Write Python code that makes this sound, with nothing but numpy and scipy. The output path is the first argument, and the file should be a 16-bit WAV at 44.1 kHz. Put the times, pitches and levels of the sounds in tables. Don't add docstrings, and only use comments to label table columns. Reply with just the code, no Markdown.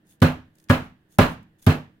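import sys
import numpy as np
from scipy import signal
from scipy.fft import rfft, irfft
from scipy.io import wavfile

SR = 44100
rng = np.random.default_rng(int(sys.argv[2]) if len(sys.argv) > 2 else 0)


def pcm_store(signal):
    levels = np.round(np.clip(np.atleast_2d(signal), -1, 1) * 32767)
    wavfile.write(sys.argv[1], SR, levels.astype(np.int16).T)


N = 88200
T = np.arange(N) / SR
HZ = np.maximum(np.fft.rfftfreq(N, 1 / SR), 1)

# frequency in Hz, level in dB per octave band.
ROOM_TONE = [(30, -88), (90, -74.5), (170, -69.5), (320, -69.5), (420, -74), (1300, -83.5), (1750, -73),
             (2200, -85), (3000, -81), (6000, -94.5), (15000, -87)]
# pitch in Hz, level in dB.
HUM_TONES = [(156, -69.5), (190, -70.5), (224, -77.5), (316, -69)]
# peak time in seconds, spread in seconds, gain in dB.
BAG_RUSTLES = [(.113, .027, -65), (.61, .04, -75), (.85, .03, -73), (1.135, .02, -66), (1.29, .04, -62),
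               (1.60, .009, -69), (1.628, .005, -58), (1.645, .011, -63)]
# frequency in Hz, level in dB per octave band.
FILM_COLOUR = [(1500, -18), (3500, -10), (6500, -6), (10000, -2), (15000, -2)]
# centre in Hz, half width in Hz, boost in dB.
FILM_RESONANCES = [(3500, 160, 9), (6580, 130, 12), (9500, 450, 7), (13100, 500, 3)]
# start in seconds, level in dB, centre in Hz.
TICKS = [(.2025, -60, 7050), (.321, -54, 11100), (.5535, -63, 11950), (0.584, -60.5, 8140),
         (.599, -60, 7000), (0.64, -58, 11200), (.6862, -48, 2600), (.6935, -42, 2536),
         (.712, -36, 9000), (1.429, -65, 11900), (1.7245, -43, 10000)]
# first touch in seconds, time to the peak push in ms, thud gain in dB,
# contact softness in ms, slap and room gain in dB, smack boost in dB, smack and pop pitch in Hz,
# then the gains of crack, ring, pop and rattle in dB.
PIN_BLOWS = [(0.2179, 2.47, 1, 1.043, 2, 2.5, 685, -6, -0.5, -22.5, 0),
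             (0.6962, 4.13, -3.5, 1, 1.5, 2.5, 1290, -7, 4.5, -10, -1),
             (1.185, 3.064, -2.5, 1.044, 5.5, 4, 774, 2.5, 4.5, -1, 4.5),
             (1.665, 4.43, 2.5, 1.26, 0.5, 3.5, 410, -1.5, -6, -15, 1)]
# frequency in Hz, level in dB per octave band.
CRACK_COLOUR = [(800, -39.5), (3000, -28), (7000, -32), (12000, -24), (16000, -30)]
# frequency in Hz, level in dB per octave band before smack and low cut.
SLAP_COLOUR = [(200, -12.5), (400, -18.5), (800, -21.5), (1500, -18.5), (2100, -25), (3100, -24),
               (5000, -33), (9000, -39.5), (15000, -36)]
# pitch in Hz, level in dB, t60 in seconds, polarity.
COUNTER_MODES = [(83, -5, .13, -1), (101, 2, .09, 1), (140, -5, .14, 1), (154, -8.6, .27, -1),
                 (167, -11.4, .22, 1), (225, -14.6, .2, 1), (252, 2.5, .27, -1), (295, -9.3, .29, 1),
                 (317, -4, .23, -1), (413, 0, .18, -1)]
# pitch in Hz, level in dB.
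PIN_MODES = [(371, -29), (527, -26), (570, -24.5), (653, -26.5), (793, -38.5), (846, -38), (1017, -33),
             (1194, -31.5), (1349, -35.5), (1477, -38.5), (1679, -27), (2102, -39)]
# frequency in Hz, level in dB per octave band, t60 in seconds.
REVERB_BANDS = [(35.58, -49.5, 0.46), (85, -27, 0.41), (182, -25.5, 0.42), (378, -25.5, 0.28),
                (750, -23, 0.27), (1560, -26.5, 0.3), (2100, -32, .33), (2870, -32, .33),
                (5300, -44.5, 0.33), (8600, -43.5, 0.26), (14000, -37, 0.23)]
# frequency in Hz, level in dB per octave band.
RATTLE_COLOUR = [(600, -38), (1400, -27), (2800, -29.5), (4200, -37), (7000, -43.5), (14000, -50.5)]
# centre in Hz, half width in Hz, boost in dB.
RATTLE_RESONANCES = [(1670, 100, 6.5), (2580, 120, 6), (3090, 70, 5.5), (4110, 160, 11.5), (6600, 76, 5.5)]
# frequency in Hz, side over mid in dB.
CLOSE_WIDTH = [(100, -22.5), (500, -5.5), (1500, -1), (12000, -1)]
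DIFFUSE_WIDTH = [(80, -18), (250, -15), (600, -4.5), (1500, 0.5), (12000, 0)]
# frequency in Hz, left over right in dB.
PAN = [(50, 1.5), (250, -3), (500, -2), (1100, -2.5), (2200, -2), (4000, -0.4), (12000, 0)]


def undb(db):
    return 10 ** (np.asarray(db) / 20)


def curve(table, hz):
    rows = np.array(table, float)
    return np.interp(np.log(hz), np.log(rows[:, 0]), rows[:, 1])


def boost(peaks):
    return sum(db / (1 + ((HZ - hz) / half_width) ** 2) for hz, half_width, db in peaks)


def noise(db, width, grain_db=0):
    grains = undb(grain_db * np.repeat(rng.standard_normal(N // 20 + 1), 20)[:N])
    mid, side = rfft(rng.standard_normal((2, N)) * grains / np.sqrt(np.mean(grains ** 2)))
    pair = mid + side * undb(curve(width, HZ)) * np.array([[1], [-1]])
    return irfft(pair * undb(db) * np.sqrt(SR / 2 / HZ / np.log(2)), N)


def burst(start, rise_s, t60_s):
    age = np.maximum(T - start, 0)
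    return (1 - np.exp(-age / rise_s)) * np.exp(-np.log(1000) * age / t60_s)


def mode(hz, t60_s, start=0):
    age = np.maximum(T - start, 0)
    return np.sin(2 * np.pi * hz * age) * np.exp(-np.log(1000) * age / t60_s)


def room_tone():
    hum = sum(undb(db) * np.sin(2 * np.pi * (hz * T + rng.random())) for hz, db in HUM_TONES)
    return noise(curve(ROOM_TONE, HZ), DIFFUSE_WIDTH) + hum


def bag_rustle():
    swells = sum(undb(db) * np.exp(-((T - peak) / spread) ** 2 / 2) for peak, spread, db in BAG_RUSTLES)
    colour = curve(FILM_COLOUR, HZ) + boost(FILM_RESONANCES)
    out = noise(colour, DIFFUSE_WIDTH, grain_db=5) * swells
    for start, db, hz in TICKS:
        tick_colour = db - 3 * np.log2(HZ / hz) ** 2
        out += noise(tick_colour, CLOSE_WIDTH) * burst(start, rise_s=.0004, t60_s=.025)
    return out


def film_crack(start):
    snap = noise(curve(CRACK_COLOUR, HZ), CLOSE_WIDTH, grain_db=1)
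    return snap * burst(start, rise_s=.00028, t60_s=.019)


def smack(hz, db, centre_hz, octaves=.9):
    return db * np.exp(-(np.log2(hz / centre_hz) / octaves) ** 2 / 2)


def meat_slap(start, smack_db, smack_hz):
    low_cut_db = 20 * np.log10(1 + (150 / HZ) ** 2)
    colour = curve(SLAP_COLOUR, HZ) + smack(HZ, smack_db, smack_hz) - low_cut_db
    return noise(colour, CLOSE_WIDTH, grain_db=2.5) * burst(start + .0018, rise_s=.003, t60_s=.1)


def counter_thud(peak_s, soft_s):
    push = np.exp(-((T - peak_s) / soft_s) ** 2 / 2)
    body = sum(np.sign(polarity) * undb(db) * mode(hz, t60) for hz, db, t60, polarity in COUNTER_MODES)
    swing = signal.fftconvolve(push / push.sum(), body)[:N]
    low_cut = signal.butter(1, 40, "high", fs=SR, output="sos")
    return signal.sosfilt(low_cut, swing)


def air_pop(start, hz):
    return mode(hz, t60_s=.01, start=start)


def pin_ring(start, smack_db, smack_hz, t60_s=.19, lag_s=.00012):
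    out = 0
    for (hz, db), (detune, *lags) in zip(PIN_MODES, rng.standard_normal((len(PIN_MODES), 3))):
        onset = start + rng.random() / hz
        pitch = hz * (1 + .0022 * detune)
        pair = np.array([mode(pitch, t60_s, onset + lag_s * lag) for lag in lags])
        out += undb(db + smack(hz, smack_db, smack_hz)) * pair
    return out


def kitchen_reverb(start, smack_db, smack_hz):
    colour = curve(REVERB_BANDS, HZ) + smack(HZ, smack_db, smack_hz)
    wash = rfft(noise(colour, DIFFUSE_WIDTH, grain_db=1))
    centres = np.log([row[0] for row in REVERB_BANDS])
    out = 0
    for solo, (_, _, t60) in zip(np.eye(len(REVERB_BANDS)), REVERB_BANDS):
        band = irfft(wash * np.interp(np.log(HZ), centres, solo), N)
        out += band * burst(start + .006, rise_s=.022, t60_s=t60)
    return out


def counter_rattle(start):
    colour = curve(RATTLE_COLOUR, HZ) + boost(RATTLE_RESONANCES)
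    return noise(colour, DIFFUSE_WIDTH, grain_db=3) * burst(start + .024, rise_s=.0097, t60_s=.17)


def scene():
    out = room_tone() + bag_rustle()
    for (touch, press_ms, thud_db, soft_ms, slap_db, smack_db, smack_hz,
         crack_db, ring_db, pop_db, rattle_db) in PIN_BLOWS:
        pressed = touch + press_ms / 1000
        out += undb(crack_db) * film_crack(touch)
        out += undb(slap_db) * meat_slap(touch, smack_db, smack_hz)
        out += undb(thud_db) * counter_thud(pressed, soft_ms / 1000)
        out += undb(pop_db) * air_pop(pressed, smack_hz)
        out += undb(ring_db) * pin_ring(pressed, smack_db, smack_hz)
        out += undb(slap_db) * kitchen_reverb(touch, smack_db, smack_hz)
        out += undb(rattle_db) * counter_rattle(touch)
    pan = undb(curve(PAN, HZ) * np.array([[.5], [-.5]]))
    return irfft(rfft(out) * pan, N)


def record(dry, knee=10, top_hz=15900):
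    rounded = dry / (1.5 + np.abs(dry) ** knee) ** (1 / knee)
    high_cut = signal.ellip(10, .2, 70, top_hz, fs=SR, output="sos")
    return signal.sosfilt(high_cut, rounded)


dry = scene()
out = record(dry)
pcm_store(out)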